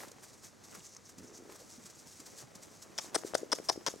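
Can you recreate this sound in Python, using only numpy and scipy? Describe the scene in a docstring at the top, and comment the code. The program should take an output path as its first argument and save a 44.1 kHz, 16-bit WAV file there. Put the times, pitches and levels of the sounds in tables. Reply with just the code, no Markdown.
"""A snowy yard: dogs shuffle about, paws hissing, squeaking and padding over a faint outdoor rush.
One grumbles softly, uneven pulses ringing its throat. In the last second a puppy paws six times,
close on the left: each stroke is a short crunch of snow grains ending in a dull knock,
followed by a faint wall echo, a grainy high reflection from the yard and softer bumps."""
import sys
import numpy as np
from scipy import signal
from scipy.fft import rfft, irfft, next_fast_len
from scipy.io import wavfile
from scipy.ndimage import map_coordinates

SR = 44100
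rng = np.random.default_rng(int(sys.argv[2]) if len(sys.argv) > 2 else 0)


def log_audio(samples):
    """Write samples as a 16-bit WAV file to the path given in sys.argv[1]."""
    # one column per channel
    frames = np.atleast_2d(samples).T
    # limit to full scale, then quantise
    limited = np.clip(frames, -1, 1)
    pcm = np.round(limited * 32767).astype(np.int16)
    wavfile.write(sys.argv[1], SR, pcm)


N = 176400

# close paw strokes: t/s, length/s, crunch/dB, scrape/dB, ring/dB, sizzle/dB, scrape pitch ratio,
# start-to-end swell/dB, crack t/s, crack/dB re stroke
STROKES = [(2.979, 0.015, -38.5, -46, -50, -57, 1.22, 1, 2.987, 8.5),
           (3.145, .014, -31.5, -32, -41, -32, 1, 4.5, 3.1565, -7.5),
           (3.343, .011, -38, -37.5, -52, -43.5, .93, 4.5, 3.352, 10.5),
           (3.518, .015, -36, -40, -36, -46.5, 1.13, -1, 3.5295, 11),
           (3.6872, .012, -32.5, -34, -28, -44.5, 1.02, 2.5, 3.699, -4.5),
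           (3.864, 0.021, -34.5, -38.5, -45, -51, 1.03, -1.5, 3.8652, 1)]
# close knocks and bumps: t/s, peak/dB, f/Hz, ring/cycles
KNOCKS = [(2.990, -52, 700, 0.77), (2.997, -48, 910, .9), (3.046, -46, 600, 0.82), (3.161, -30.5, 690, 1),
          (3.164, -25.5, 365, .95), (3.2365, -37.5, 610, .8), (3.250, -28.5, 385, .9),
          (3.3375, -30, 520, .65), (3.3522, -21, 580, 1.25), (3.418, -42, 300, 1.3),
          (3.4335, -29, 426, 1.12), (3.5315, -31, 330, 1.1), (3.5355, -26, 470, 1.04),
          (3.5875, -34, 497, .7), (3.601, -32.5, 416, .75), (3.693, -28, 630, 1.7),
          (3.6992, -22.5, 930, 1.33), (3.702, -30, 400, .8), (3.7125, -34, 800, 1.1),
          (3.7605, -37.5, 434, 0.7), (3.778, -32, 345, .95), (3.819, -47, 400, .8), (3.878, -31, 500, .9),
          (3.885, -27, 440, 0.77), (3.940, -34.5, 457, 0.73), (3.962, -40.5, 376, 0.78)]
# paw contacts, close and far: t/s, level/dB
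NEAR_TAPS = [(2.997, -41), (3.046, -51), (3.236, -45.5), (3.337, -37.5), (3.5295, -31), (3.5873, -41.5),
             (3.7605, -54)]
FAR_TAPS = [(.0055, -40.5), (.0355, -39.5), (.05, -45), (.185, -49.5), (.751, -46), (.965, -49.5),
            (1.298, -53), (1.4995, -46)]
# far scuffs: t/s, hiss/dB, rasp/dB, length/s
SCUFFS = [(0.02, -64, -50, 0.03), (0.085, -53.5, -60, 0.0037), (0.118, -51.5, -65, 0.0032),
          (0.239, -52.5, -54, 0.013), (0.338, -58, -68, 0.0074), (0.451, -50.5, -57.5, 0.018),
          (0.649, -54, -61, .014), (.752, -51, -51, 0.0074), (.856, -54.5, -68, 0.015),
          (1.098, -54.5, -58.5, .009), (1.188, -52, -67, 0.0077), (1.377, -50.5, -65, .004),
          (1.525, -72, -57, .025), (1.561, -53, -60, 0.0048), (1.603, -57, -67, .012),
          (1.863, -49.5, -59, 0.0099), (1.904, -52.5, -66, .007), (2.204, -51, -58.5, .008),
          (2.268, -48.5, -58, 0.0092), (2.39, -48, -60, 0.019), (2.557, -49, -56, 0.0055),
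          (2.636, -53, -58.5, 0.016), (2.828, -48.5, -59, 0.0079), (3.275, -48.5, -56, 0.025),
          (3.658, -53.5, -59.5, 0.028)]
# far footfalls: t/s, peak/dB, f/Hz
FOOTFALLS = [(.117, -46.5, 490), (.785, -53.5, 177), (1.185, -50.5, 250), (1.22, -54, 95),
             (1.499, -52, 600), (1.785, -46, 234.5), (1.85, -51.5, 184), (2.2, -47.5, 266),
             (2.44, -52.5, 128), (2.56, -52.5, 174), (2.9, -50.5, 322)]
# snow squeaks, then (last row) the third stroke's wall echo: t/s, level/dB, length/s, f/Hz
BRIGHT_BURSTS = [(0.806, -55.5, .0015, 3300), (.866, -53, .02, 6300), (0.937, -58.5, .025, 6060),
                 (0.95, -48, .0008, 6200), (0.9668, -43, 0.0011, 6000), (.9705, -46, 0.00055, 6160),
                 (1.061, -56.5, .012, 5850), (1.283, -59.5, .025, 6100), (1.356, -54.5, 0.022, 6170),
                 (1.73, -59, 0.039, 6100), (3.381, -45, .003, 7000)]
# grunts: t/s, length/s, level/dB, throat f/Hz
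GRUNTS = [(1.172, .095, -55, 225), (1.255, .1, -57.5, 367), (1.368, .078, -55, 333),
          (1.435, .137, -58, 385), (1.592, .052, -58.5, 510)]
# paw hiss and fur rustle envelopes: t/s, level/dB
SHUFFLE_ENVELOPE = [(0, -54), (.06, -60), (.14, -71), (.29, -60.5), (.37, -66.5), (.48, -61), (.53, -76),
                    (.62, -71.5), (.72, -57.5), (.81, -58.5), (.94, -64), (1.03, -73), (1.06, -59),
                    (1.12, -67), (1.15, -75), (1.25, -60), (1.31, -68), (1.36, -59), (1.41, -68),
                    (1.54, -59.5), (1.66, -62), (1.72, -57), (1.84, -61.5), (1.94, -63), (1.99, -55.5),
                    (2.04, -64.5), (2.09, -55), (2.24, -62), (2.33, -59), (2.42, -55), (2.47, -70),
                    (2.68, -66), (2.74, -59), (2.88, -66.5), (2.97, -64), (3.04, -50.5), (3.12, -65),
                    (3.48, -71), (4, -62.5)]
RUSTLE_ENVELOPE = [(0, -53), (.06, -53), (.1, -60), (.4, -66.5), (.6, -66), (.76, -55.5), (.85, -67.5),
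                   (1.14, -68), (1.22, -60), (1.7, -62), (2.1, -64.5), (2.42, -60.5), (2.8, -62.5),
                   (3.08, -55.5), (3.5, -58.5), (4, -60.5)]
# source spectra: f/Hz, level/dB
CRUNCH_SPECTRUM = [(1500, -25), (2600, -20), (3300, -7), (4100, -11.5), (4800, -4.5), (5500, 0.5),
                   (6500, -7), (7500, -16), (8500, -17), (10200, -25), (15500, -31)]
SCRAPE_SPECTRUM = [(80, -46), (250, -14), (550, -0.5), (950, 0.5), (1200, -6), (1600, -5), (2100, -11.5),
                   (2700, -25), (6000, -56)]
TAP_SPECTRUM = [(300, -13), (1000, 1.5), (1900, -3), (3000, -13), (15000, -42)]
RASP_SPECTRUM = [(200, -6), (700, 0), (1600, -1.5), (2900, -10), (5000, -7.5), (8000, -8.5), (12500, -10.5),
                 (15500, -20)]
HISS_SPECTRUM = [(1000, -12.5), (3000, -14.5), (4300, -7.5), (6000, -1), (7800, -3.5), (10000, -12),
                 (15500, -20.5)]
RUSTLE_SPECTRUM = [(60, -32), (180, -2), (400, -1.5), (750, -7), (1600, -13.5), (3000, -20.5), (8000, -33)]
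AIR_SPECTRUM = [(15, -38), (25, -4), (91, 3), (161, 5.5), (449, -1), (981, -8), (1250, -5.5), (1430, -9.5),
                (1980, -9), (2970, -17), (6490, -10), (14600, -31.5), (15800, -38)]
# wall and yard reflection spectra: f/Hz, level/dB
ECHO_SPECTRUM = [(200, -22), (1000, -14), (3000, 1), (5300, -7), (6800, 6), (9000, -6), (15000, -14)]
REFLECTION_SPECTRUM = [(300, -15), (1000, -3.5), (2500, -13), (4200, -6.5), (5500, -3), (6600, 2),
                       (8500, -5.5), (12500, -12.5), (15500, -20)]
YARD_SPECTRUM = [(100, -1), (350, 0), (900, -9), (3000, -11), (4800, -9), (5280, -5), (6300, -8),
                 (9000, -11), (15000, -17)]
# stereo balance: f/Hz, left minus right/dB
NEAR_BALANCE = [(120, -1), (280, 3.5), (550, 7.5), (1250, 12), (2600, 11.5), (4000, 8.5), (5300, 2.5),
                (7000, 0.5), (8700, 5), (12000, 3)]
FAR_BALANCE = [(100, -5.5), (200, -1.5), (400, .5), (2000, 0.8), (8000, 0.1)]
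# close stereo phase: f/Hz, left lead/rad
NEAR_PHASE = [(0, 0.77), (860, 0.46), (4740, -0.24), (10300, -1.12), (12300, -1.6), (15600, 1),
              (15900, -0.74)]
# far noise coherence: f/Hz, left-right correlation
FAR_COHERENCE = [(60, 0.0022), (130, 0), (290, 0.34), (640, 0.34), (1410, 0.51), (3100, 0.96), (6800, 1),
                 (15000, 0.59)]


def paw_strokes(crack_s=0.00083, scrape_lag_s=0.002):
    """Each stroke crunches and scrapes through the crust, cracks it and knocks on packed ground."""
    t, out = clock(), thumps(KNOCKS, rise_ratio=0.88)
    crunch = grains(CRUNCH_SPECTRUM)
    ring = resonance(grains(), hz=5270, width_hz=510)
    sizzle = resonance(grains(), hz=8590, width_hz=1370)
    for (start_s, length_s, crunch_db, scrape_db, ring_db, sizzle_db,
         pitch_ratio, swell_db, crack_at_s, crack_db) in STROKES:
        crack = amp(crack_db) * swell(crack_at_s, crack_s, crack_s)
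        force = paw_pressure(t - start_s, length_s, swell_db) + crack
        for db, noise in (crunch_db, crunch), (ring_db, ring), (sizzle_db, sizzle):
            out += amp(db) * burst(noise, force)
        scrape = grains([(hz * pitch_ratio, db) for hz, db in SCRAPE_SPECTRUM])
        drag = paw_pressure(t - start_s - scrape_lag_s, length_s, swell_db) + crack
        out += amp(scrape_db) * burst(scrape, drag)
    return out


def paw_pressure(age_s, length_s, swell_db, attack_s=0.00075, release_s=0.003):
    """Load on the crust: fast attack, sloped hold, exponential release."""
    attack = np.clip(age_s / attack_s, 0, 1)
    hold = amp(swell_db * (np.clip(age_s / length_s, 0, 1) - 1))
    release = np.exp(-np.maximum(age_s - length_s, 0) / release_s)
    return attack * hold * release


def thumps(rows, rise_ratio):
    """Paws push the ground: heavily damped, a cycle or two."""
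    t, out = clock(), np.zeros(N)
    for at_s, db, hz, ring_cycles in rows:
        active = abs(t - at_s) < 0.06
        cycles = (t[active] - at_s) * hz
        width_cycles = np.where(cycles < 0, rise_ratio * ring_cycles, ring_cycles)
        out[active] -= amp(db) * np.cos(2 * np.pi * cycles) / np.cosh(2 * cycles / width_cycles)
    return out


def grains(spectrum=((100, 0),), rate_hz=3500, spread_db=5):
    """Snow crystals break at random moments; flat spectrum by default."""
    hits = rng.random(N) < rate_hz / SR
    impulses = hits * rng.choice([-1, 1], N) * amp(spread_db * rng.standard_normal(N))
    return coloured(impulses, spectrum)


def taps(rows, edge_s=0.00073):
    """Brief contact noise as a paw touches down."""
    contact = grains(TAP_SPECTRUM)
    return sum(amp(db) * burst(contact, swell(at_s, edge_s, edge_s)) for at_s, db in rows)


def scuffs():
    """Far paws brush the snow: hiss plus rasp."""
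    hiss_gain, rasp_gain = np.zeros(N), np.zeros(N)
    for at_s, hiss_db, rasp_db, length_s in SCUFFS:
        step = swell(at_s, rise_s=0.99 * length_s, fall_s=1.32 * length_s)
        hiss_gain += amp(hiss_db) * step
        rasp_gain += amp(rasp_db) * step
    hiss = hiss_gain * far_noise(HISS_SPECTRUM, grain_db=3)
    return hiss + rasp_gain * far_noise(RASP_SPECTRUM, grain_db=3.5)


def shuffling(ring_cycles=2.05):
    """Dogs move about: snow hisses, fur rustles, feet pad."""
    hiss = level(SHUFFLE_ENVELOPE) * amp(1.5 * wobble(60)) * far_noise(HISS_SPECTRUM, grain_db=3)
    rustle = level(RUSTLE_ENVELOPE) * amp(2.4 * wobble(70)) * far_noise(RUSTLE_SPECTRUM, grain_db=3)
    pads = thumps([(*row, ring_cycles) for row in FOOTFALLS], rise_ratio=0.5)
    return hiss + rustle + pads


def bright_bursts(width_hz=2000):
    """Grains in one high band: snow squeaks, and last the crunchy wall echo of the third stroke."""
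    noise = grains()
    return sum(amp(db) * burst(resonance(noise, hz, width_hz), swell(at_s, length_s, length_s))
               for at_s, db, length_s, hz in BRIGHT_BURSTS)


def grumble(pulse_hz=105, jitter=0.3, cutoff_hz=800, edge_s=0.018):
    """Short grunts: slow, uneven pulses ring the throat behind a closed mouth."""
    t, out = clock(), np.zeros(N)
    rate_hz = pulse_hz * np.exp(jitter * wobble(pulse_hz))
    pulse_count = np.floor(np.cumsum(rate_hz) / SR)
    pulses = np.diff(pulse_count, prepend=0) * amp(2.3 * wobble(pulse_hz))
    muffled = filtered(pulses, lambda hz: 1 / (1 + (hz / cutoff_hz) ** 4))
    for start_s, length_s, db, throat_hz in GRUNTS:
        effort = np.clip(np.minimum(t - start_s, start_s + length_s - t) / edge_s, 0, 1)
        out += amp(db) * burst(resonance(muffled, throat_hz, width_hz=230), effort)
    return out


def wall_echo(x, gain_db=-21, delay_s=0.029, smear_s=0.0033):
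    """A wall a few metres off returns a smeared copy."""
    response = coloured(rng.standard_normal(N), ECHO_SPECTRUM) * swell(delay_s, smear_s / 10, smear_s)
    return amp(gain_db) * signal.fftconvolve(x, response / np.linalg.norm(response))[:N]


def yard_reflection(level_db=-50, delay_s=0.038):
    """Grainy high reflection from the yard: a noise swell after each stroke."""
    envelope = sum(swell(start_s + delay_s, rise_s=0.019, fall_s=0.036) for start_s, *_ in STROKES)
    return amp(level_db) * far_noise(REFLECTION_SPECTRUM, grain_db=4.5) * envelope


def yard_reverb(x, gain_db=-22, t60_s=0.34):
    """Weak, short stereo tail of the snowy yard."""
    tail = coloured(rng.standard_normal((2, N)), YARD_SPECTRUM) * amp(-60 * clock() / t60_s)
    return amp(gain_db) * signal.fftconvolve(x[None], tail / np.linalg.norm(tail[0]), axes=1)[:, :N]


def air(rush_db=-61.5, hum_hz=100, hum_db=-74):
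    """Steady outdoor rush with a faint wavering hum."""
    rush = amp(rush_db) * far_noise(AIR_SPECTRUM, grain_db=0.5)
    hum = amp(hum_db) * np.sin(2 * np.pi * hum_hz * clock() + 0.88 * wobble(9.3))
    return rush + hum


def far_noise(spectrum, grain_db):
    """Grainy, partly coherent stereo noise, rms 1."""
    def mid_side_gains(hz):
        angle_rad = np.arccos(np.clip(along(FAR_COHERENCE, hz), -1, 1)) / 2
        return amp(along(spectrum, hz)) * [np.cos(angle_rad), np.sin(angle_rad)]

    white = rng.standard_normal((2, N))
    flicker_db = grain_db * np.repeat(rng.standard_normal(N // 32 + 1), 32)[:N]
    mid, side = filtered(white * amp(flicker_db), mid_side_gains)
    return unit(np.array([mid + side, mid - side]))


def placed(x, balance, phase=((100, 0),)):
    """Pan by level and phase difference between the ears."""
    left_over_right = lambda hz: amp(along(balance, hz)) * np.exp(1j * along(phase, hz))
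    return filtered(x, lambda hz: left_over_right(hz) ** np.array([[0.5], [-0.5]]))


def resonance(x, hz, width_hz):
    """x ringing in one band, rms 1."""
    return unit(filtered(x, lambda f: (1j * f * width_hz / (hz * hz - f * f + 1j * f * width_hz)) ** 2))


def coloured(x, spectrum):
    """x shaped by a spectrum, rms 1."""
    return unit(filtered(x, lambda hz: amp(along(spectrum, hz))))


def filtered(x, response):
    """Apply a frequency response by padded FFT."""
    size = next_fast_len(N + SR // 2)
    return irfft(rfft(x, size) * response(np.fft.rfftfreq(size, 1 / SR)), size)[..., :N]


def burst(noise, envelope):
    """Enveloped noise, scaled to the envelope's energy."""
    x = noise * envelope
    return x * np.sqrt(np.sum(envelope ** 2) / (np.sum(x ** 2) + 1e-20))


def swell(peak_s, rise_s, fall_s):
    """Gaussian rise, exponential fall."""
    t = clock() - peak_s
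    return np.exp(-np.minimum(np.where(t < 0, (t / rise_s) ** 2, t / fall_s), 50))


def wobble(rate_hz):
    """Smooth random curve, rate_hz knots a second."""
    return map_coordinates(rng.standard_normal(4096), [clock() * rate_hz], mode="wrap")


def level(points):
    """Gain over time from t/s, level/dB points."""
    return amp(np.interp(clock(), *np.transpose(points)))


def along(points, hz):
    """Interpolate f/Hz, value points on a log axis."""
    knots_hz, values = np.transpose(points)
    return np.interp(np.log(hz + 1), np.log(knots_hz + 1), values)


def clock():
    """Sample times, t/s."""
    return np.arange(N) / SR


def unit(x):
    """Scale to rms 1."""
    return x / np.sqrt(np.mean(x ** 2) + 1e-20)


def amp(db):
    """dB to gain."""
    return 10 ** (np.asarray(db) / 20)


def scene():
    """Close strokes on the left; dogs and air ahead."""
    near = paw_strokes() + taps(NEAR_TAPS)
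    far = wall_echo(near) + yard_reflection()
    far = far + scuffs() + shuffling() + bright_bursts() + taps(FAR_TAPS) + grumble() + air()
    return placed(near, NEAR_BALANCE, NEAR_PHASE) + yard_reverb(near) + placed(far, FAR_BALANCE)


def record(dry):
    """Second-order low cut and a hard upper band limit."""
    low_cut_hz, top_hz = 48, 16050
    return filtered(dry, lambda hz: (hz < top_hz) * hz ** 2 / np.hypot(hz ** 2, low_cut_hz ** 2))


dry = scene()
out = record(dry)
log_audio(out)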